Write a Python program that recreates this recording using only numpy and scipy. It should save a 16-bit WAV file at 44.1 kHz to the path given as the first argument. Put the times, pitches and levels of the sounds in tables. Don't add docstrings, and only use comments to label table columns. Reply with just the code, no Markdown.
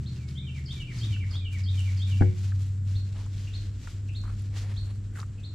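import sys
import numpy as np
from scipy import signal
from scipy.fft import rfft, irfft
from scipy.io import wavfile
from scipy.ndimage import map_coordinates

SR = 44100
rng = np.random.default_rng(int(sys.argv[2]) if len(sys.argv) > 2 else 0)


def generate_wav(signal):
    frames = np.transpose(np.atleast_2d(signal))
    scaled = np.clip(frames, -1, 1) * 32767
    pcm = np.round(scaled).astype(np.int16)
    wavfile.write(sys.argv[1], SR, pcm)


N = 244314
T = np.arange(N) / SR


def undb(db):
    return 10 ** (np.asarray(db) / 20)


def unit(x):
    return x / np.sqrt(np.mean(x ** 2))


def curve(table):
    return np.interp(T, *np.transpose(table))


def colour(x, points):
    hz, db = np.transpose(points)
    bins_hz = np.fft.rfftfreq(x.shape[-1], 1 / SR)
    gain = undb(np.interp(np.log(bins_hz + 1), np.log(hz), db))
    return irfft(rfft(x) * gain, x.shape[-1])


def resonate(x, hz, q):
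    peak = signal.iirpeak(min(hz, SR / 3), q, fs=SR)
    return signal.lfilter(*peak, signal.lfilter(*peak, x))


def wander(rate_hz):
    knots = rng.standard_normal(int(N / SR * rate_hz) + 4)
    return map_coordinates(knots, [T * rate_hz], order=2, mode="nearest")


def pan(db):
    return undb(np.array([[db], [-db]]) / 2)


def add(out, start_s, x):
    i = max(int(start_s * SR), 0)
    out[..., i:i + x.shape[-1]] += x[..., :max(N - i, 0)]


# (frequency [Hz], side minus mid [dB])
STEREO_WIDTH = [(30, -20), (80, -24), (250, -11.5), (1000, -5), (2500, -9), (5000, -6), (8000, 0)]

def widen(pair):
    side = colour(pair[1], STEREO_WIDTH)
    return np.array([pair[0] + side, pair[0] - side])


def noise(spectrum):
    return unit(colour(widen(rng.standard_normal((2, N))), spectrum))


def bursts(cues, decay_s, q, apart):
    out, t = np.zeros((2, N)), T[:SR // 20]
    for start_s, db, hz in cues:
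        mid, side = rng.standard_normal((2, len(t))) * np.exp(-t / decay_s)
        ring = resonate(np.array([mid + apart * side, mid - apart * side]), hz, q)
        add(out, start_s, ring / np.abs(ring).max() * undb(db))
    return out


def yard(x, t60, wet_db, dry_db, build_s=0.0045, width=0.85):
    t = T[:SR]
    envelope = undb(-60 * t / t60) * (1 - np.exp(-t / build_s))
    mid, side = unit(rng.standard_normal((2, SR)) * envelope) * undb(wet_db) / np.sqrt(2 * SR)
    response = np.array([mid + width * side, mid - width * side])
    response[:, 0] += undb(dry_db)
    return signal.fftconvolve(np.atleast_2d(x), response, axes=1)[:, :N]


# (time [s], level [dB])
ROAD_FADER = [(0, -51), (1.2, -39.5), (2, -51), (3, -42), (3.5, -40.5), (4.3, -40), (5.54, -42.5)]
# (frequency [Hz], gain [dB])
ROAD_EQ = [(20, -23), (35, 8), (60, 5), (90, 7.5), (130, -14.5), (200, -11), (290, -14.5), (420, -27.5),
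           (600, -33.5), (1500, -72.5)]
AIR_EQ = [(20, -2), (70, -10), (130, 7), (200, -10), (300, -12), (420, -17.5), (600, -27), (900, -31.5),
          (1500, -27), (4000, -42), (6500, -40.5), (7700, -29), (8200, -40.5), (14000, -67)]

def background(air_db=-48.5, drift_db=-0.36):
    road = noise(ROAD_EQ) * undb(curve(ROAD_FADER))
    air = noise(AIR_EQ) * undb(air_db + drift_db * wander(2.764))
    return road + air


# (time [s], firing rate [Hz])
FIRING_RATE = [(0, 121.2), (.85, 125.3), (.95, 121.3), (1.12, 100.5), (1.22, 94.6), (1.35, 92.6),
               (1.6, 93.46), (2.2, 95.96), (2.8, 96.4), (3.7, 98.97), (5.54, 99.74)]
# (time [s], level [dB])
ENGINE_FADER = [(0.0, -33), (0.86, -36.5), (1.08, -24.5), (1.5, -32), (1.73, -25.5), (2.04, -27),
                (2.28, -20.5), (2.34, -31.5), (2.55, -25.5), (2.73, -30.5), (2.96, -26), (3.1, -33.5),
                (3.69, -34), (3.92, -44.5), (3.95, -34), (4.89, -31.5), (5.08, -36), (5.54, -38)]
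# (harmonic of the eight-firing cycle, low-gear level [dB], high-gear level [dB])
EXHAUST_HARMONICS = [(3, -49, -21), (5, -3.5, -39), (6, -52, -27), (7, -9.5, -31), (8, -4.5, 1.5),
                     (9, -6, -18), (10, -22, -25.5), (11, -21.5, -22), (12, -15.5, -33), (13, -32, -32.5),
                     (14, -20.5, -41.5), (16, -27.5, -24), (17, -30.5, -29), (19, -27, -41),
                     (22, -32.5, -47), (24, -41, -37.5), (25, -32.5, -41.5)]

def engine(shift_s=(0.73, 1.53), waver_db=3.0, stagger_rad=0.24, trim_db=-0.5):
    firings = 8
    cycle_phase = 2 * np.pi * np.cumsum(curve(FIRING_RATE)) / SR / firings
    gear = np.interp(T, shift_s, [0, 1])
    exhaust = 0
    for harmonic, low_db, high_db in EXHAUST_HARMONICS:
        phase = harmonic * cycle_phase
        db = low_db + gear * (high_db - low_db)
        if harmonic != firings:
            phase += rng.uniform(0, 2 * np.pi) + stagger_rad * wander(8.2)
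            db += waver_db * wander(8)
        exhaust += np.sqrt(2) * undb(db) * np.sin(phase)
    return exhaust * undb(curve(ENGINE_FADER) + trim_db) * pan(0.51)


def song(notes, cues, quaver=0.015, detune=0.008, attack_s=0.0083):
    out = np.zeros(N)
    for start_s, call_db in cues:
        tuning = 1 + detune * rng.standard_normal()
        for delay, length, *pitches, db in notes:
            progress = np.linspace(0, 1, int(length * SR))
            glide = np.polyval(np.polyfit([0, .5, 1], pitches, 2), progress)
            jitter = np.interp(progress, np.linspace(0, 1, 20), rng.standard_normal(20))
            hz = tuning * glide * (1 + quaver * jitter)
            envelope = np.minimum(progress * length / attack_s, 1) * np.sqrt(1 - progress ** 2)
            tone = np.sin(2 * np.pi * np.cumsum(hz) / SR)
            add(out, start_s + delay, undb(call_db + db) * envelope * tone)
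    return out


# (delay [s], length [s], start [Hz], middle [Hz], end [Hz], level [dB])
WHISTLE_NOTES = [(0, 0.063, 2820, 2640, 2280, -2.5), (.04, 0.14, 2415, 2205, 2290, -3),
                 (.21, .12, 2060, 2336, 2432, -3.5)]
TSIP_NOTES = [(.001, 0.012, 5210, 4940, 4300, 2.5), (.011, 0.026, 4560, 4370, 4290, -4.5)]
PHRASE_NOTES = [(.026, .045, 3158, 3330, 3950, -2), (.048, .02, 3400, 3600, 3950, 5.5),
                (.1, 0.09, 2480, 2323, 2400, -11.5), (.14, .045, 3250, 2850, 2650, 1),
                (.218, .058, 2450, 2220, 1740, -4.5), (.24, 0.062, 2294, 2207, 2170, -9)]
CHIRP_NOTES = [(0, 0.022, 2975, 3890, 4390, -1.5), (.013, 0.023, 4097, 4313, 3920, -0.89)]
PEEP_NOTES = [(0, 0.0207, 2600, 2680, 2700, 6), (.025, 0.056, 2850, 3040, 3260, -11)]
# (time [s], level [dB])
WHISTLE_CUES = [(0.156, -57.5)]
PHRASE_CUES = [(0.325, -45.5), (.655, -42), (0.981, -42), (1.305, -42), (1.632, -43), (1.968, -43.5)]
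CHIRP_CUES = [(.055, -46.5), (2.948, -45), (3.53, -41.5), (4.146, -42), (4.761, -42), (5.431, -44.5)]
PEEP_CUES = [(3.468, -51.5), (4.084, -52), (5.376, -60)]

def songbird():
    whistle = song(WHISTLE_NOTES, WHISTLE_CUES)
    tsips = song(TSIP_NOTES, PHRASE_CUES[1:])
    phrases = song(PHRASE_NOTES, PHRASE_CUES)
    chirps = song(CHIRP_NOTES, CHIRP_CUES, quaver=0.029)
    peeps = song(PEEP_NOTES, PEEP_CUES, quaver=0.07)
    clear_calls = yard(whistle + tsips + phrases + chirps, t60=0.42, wet_db=0.5, dry_db=-1.0)
    return clear_calls + yard(peeps, t60=0.3, wet_db=1, dry_db=-1.5)


# (frequency [Hz], level [dB], t60 [s], left minus right [dB])
HOLLOW_MODES = [(55, -53, 0.64, -31), (100.9, -39, 0.6, 12.5), (161, -57, 0.33, -10),
                (171, -27.5, 0.46, -17), (256, -31.5, 0.082, 6), (283.5, -27.5, 0.14, 7.5),
                (362.8, -32.5, 0.4, 11), (467.4, -30.5, 0.23, 14), (550, -44, 0.22, 12),
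                (695, -37, 0.08, 16), (791, -35, 0.037, 29.5), (850, -42, 0.069, 5),
                (1142, -35.5, 0.019, -5), (1426, -37, 0.025, 2), (1496, -27.5, 0.04, 2),
                (1644, -29, 0.045, -9)]
# (time [s], strength [dB], contact time [s])
BUMP_HITS = [(2.2095, -1, 0.00073), (2.2121, 10.5, 0.0021), (2.222, 0.5, 0.00038)]

def hollow_bump():
    t, push = T[:SR // 2], np.zeros(N)
    body = sum(undb(db - 60 * t / t60) * np.sin(2 * np.pi * hz * t) * pan(pan_db)
               for hz, db, t60, pan_db in HOLLOW_MODES)
    for start_s, db, contact_s in BUMP_HITS:
        force = t * np.exp(-4 * t / contact_s)
        add(push, start_s, undb(db) * force / force.sum())
    return signal.fftconvolve(body, push[None], axes=1)[:, :N]


# (time [s], peak [dB], mouth resonance [Hz])
SMACK_CUES = [(.588, -55, 1870), (.917, -49, 1610), (1.164, -42, 1510), (1.236, -49, 1610),
              (2.519, -40, 1363), (3.263, -45, 1010), (3.873, -35, 1310), (4.237, -43, 1240),
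              (4.253, -41, 1210), (4.277, -44, 1200), (5.157, -44, 1730), (5.172, -40, 1540),
              (5.193, -43, 1320), (5.215, -45, 1305), (5.228, -34.5, 1310)]

def smacks():
    return bursts(SMACK_CUES, decay_s=0.0045, q=2.6, apart=0.3)


# (peak time [s], length [s], level [dB], nostril resonance [Hz], relative hiss [dB])
SNUFFLE_CUES = [(0.998, 0.16, -58, 4200, -5), (1.347, 0.1, -63.5, 1224, 7.5), (3.192, 0.11, -63, 890, 8),
                (4.29, 0.083, -55, 1324, 0), (4.564, 0.068, -62, 2000, 6), (4.682, 0.2, -61, 1862, 6),
                (4.884, 0.089, -68, 1572, 11), (5.165, 0.045, -54.5, 1700, -1.5),
                (5.196, 0.035, -50.5, 1330, 0)]

def snuffles(nostril_q=2.2, flutter_db=3.0):
    breath = widen(rng.standard_normal((2, N)))
    hiss = noise([(200, 10.5), (700, 5.5), (2000, 0.5), (4500, -4.5),
                  (7500, -26.0), (9000, -10), (14000, -42)])
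    puffs = 0
    for peak_s, length, db, hz, hiss_db in SNUFFLE_CUES:
        nostril = unit(resonate(breath, hz, nostril_q))
        envelope = np.exp(-(2 * (T - peak_s) / length) ** 2)
        puffs += undb(db) * envelope * (nostril + undb(hiss_db) * hiss)
    return puffs * undb(flutter_db * wander(90))


# (time [s], level [dB])
COAT_FADER = [(0, -64.5), (1.45, -69), (1.9, -60.5), (2.6, -63), (2.8, -71.5), (3.1, -63.5), (3.6, -63.5),
              (4.05, -67), (5.54, -68.5)]
# (peak time [s], length [s], swish [dB], crackle [dB])
MUZZLE_STROKES = [(0.148, 0.1, -59, -83), (0.303, 0.057, -60.5, -70), (0.581, 0.062, -60, -73),
                  (0.74, 0.12, -55.5, -68), (0.978, .11, -50.5, -64), (1.091, 0.14, -57, -69),
                  (1.328, 0.084, -57, -90), (1.535, 0.032, -56, -62), (1.584, 0.063, -54.5, -70),
                  (1.804, .14, -56, -63), (1.928, .1, -54.5, -73), (2.13, 0.16, -55, -65.5),
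                  (2.428, 0.11, -54, -65), (2.632, .12, -62, -67), (2.92, 0.11, -58, -69),
                  (3.199, 0.24, -62.5, -82), (3.412, 0.092, -57.5, -72), (3.564, 0.13, -56.5, -80),
                  (3.852, 0.13, -58.5, -70), (4.21, 0.15, -66, -69), (4.401, 0.084, -59.5, -72),
                  (4.583, 0.072, -51, -65), (4.703, 0.19, -63.5, -73), (4.877, 0.12, -76, -70.5),
                  (5.183, .07, -69, -61)]

def grass_envelopes(rise_share=0.58, fall_share=0.9, coat_crackle_db=-16):
    swish_power = undb(curve(COAT_FADER)) ** 2
    crackle_power = swish_power * undb(coat_crackle_db) ** 2
    for peak_s, length, swish_db, crackle_db in MUZZLE_STROKES:
        slope_s = length * np.where(T < peak_s, rise_share, fall_share)
        swell = np.exp(-((T - peak_s) / slope_s) ** 2)
        swish_power += (undb(swish_db) * swell) ** 2
        crackle_power += (undb(crackle_db) * swell) ** 2
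    return np.sqrt(swish_power), np.sqrt(crackle_power)


def grains(spectrum, per_second, spread_db):
    size = undb(spread_db * np.minimum(rng.exponential(size=(2, N)), 5))
    clicks = (rng.random((2, N)) < per_second / SR) * size * rng.standard_normal((2, N))
    return unit(colour(widen(clicks), spectrum))


# (time [s], level [dB], resonance [Hz])
SNAP_CUES = [(.288, -39, 4460), (.31, -43, 4204), (.729, -42, 5760), (.986, -41, 5880), (1.531, -51, 10200),
             (1.586, -38.5, 6010), (1.605, -48, 5150), (1.618, -47, 6060), (1.806, -41.5, 8500),
             (1.947, -46, 6000), (2.384, -44, 5974), (3.263, -46, 6900), (3.38, -43.5, 3500),
             (3.873, -45, 7150), (5.194, -41, 6488), (5.201, -35.5, 4020), (5.205, -40, 6000),
             (5.216, -41.5, 4970)]

def blade_snaps(catching, strays=36, lift_db=16.5, spread_db=4.5, stray_hz=7400, spread_octaves=0.2):
    cues = list(SNAP_CUES)
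    moments = rng.integers(0, N, strays)
    for i, (size, brightness) in zip(moments, rng.standard_normal((strays, 2))):
        db = 20 * np.log10(catching[i]) + lift_db + spread_db * size
        cues.append((T[i], db, stray_hz * 2 ** (spread_octaves * brightness)))
    return bursts(cues, decay_s=0.0018, q=3.0, apart=0.6) * pan(1.5)


# (frequency [Hz], gain [dB])
CRACKLE_EQ = [(1000, -28), (2500, 14), (5000, 6), (7500, 18), (9000, 8.5), (12500, 5), (15000, -17)]
SWISH_EQ = [(300, -2), (800, -2), (1500, 2.5), (2500, 5.5), (4200, 5.5), (6500, 2), (7700, -2),
            (8200, -8.5), (14000, -18.5)]

def grass(crackle_db=3, swish_db=1.5, flutter_db=1.75):
    rubbing, catching = grass_envelopes()
    crackle = grains(CRACKLE_EQ, per_second=1800, spread_db=1.0) * catching * undb(crackle_db)
    swish = grains(SWISH_EQ, per_second=12000, spread_db=2.1) * rubbing * undb(swish_db)
    snaps = blade_snaps(catching)
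    flutter = undb(flutter_db * wander(45))
    return (crackle + swish) * flutter * pan(0.8) + snaps


def scene():
    distance = background() + engine() + songbird()
    thud = yard(hollow_bump(), t60=0.25, wet_db=-14, dry_db=0)
    return distance + thud + smacks() + snuffles() + grass()


def record(dry, top_hz=15000):
    return signal.sosfilt(signal.ellip(8, .2, 70, top_hz, fs=SR, output="sos"), dry)


dry = scene()
out = record(dry)
generate_wav(out)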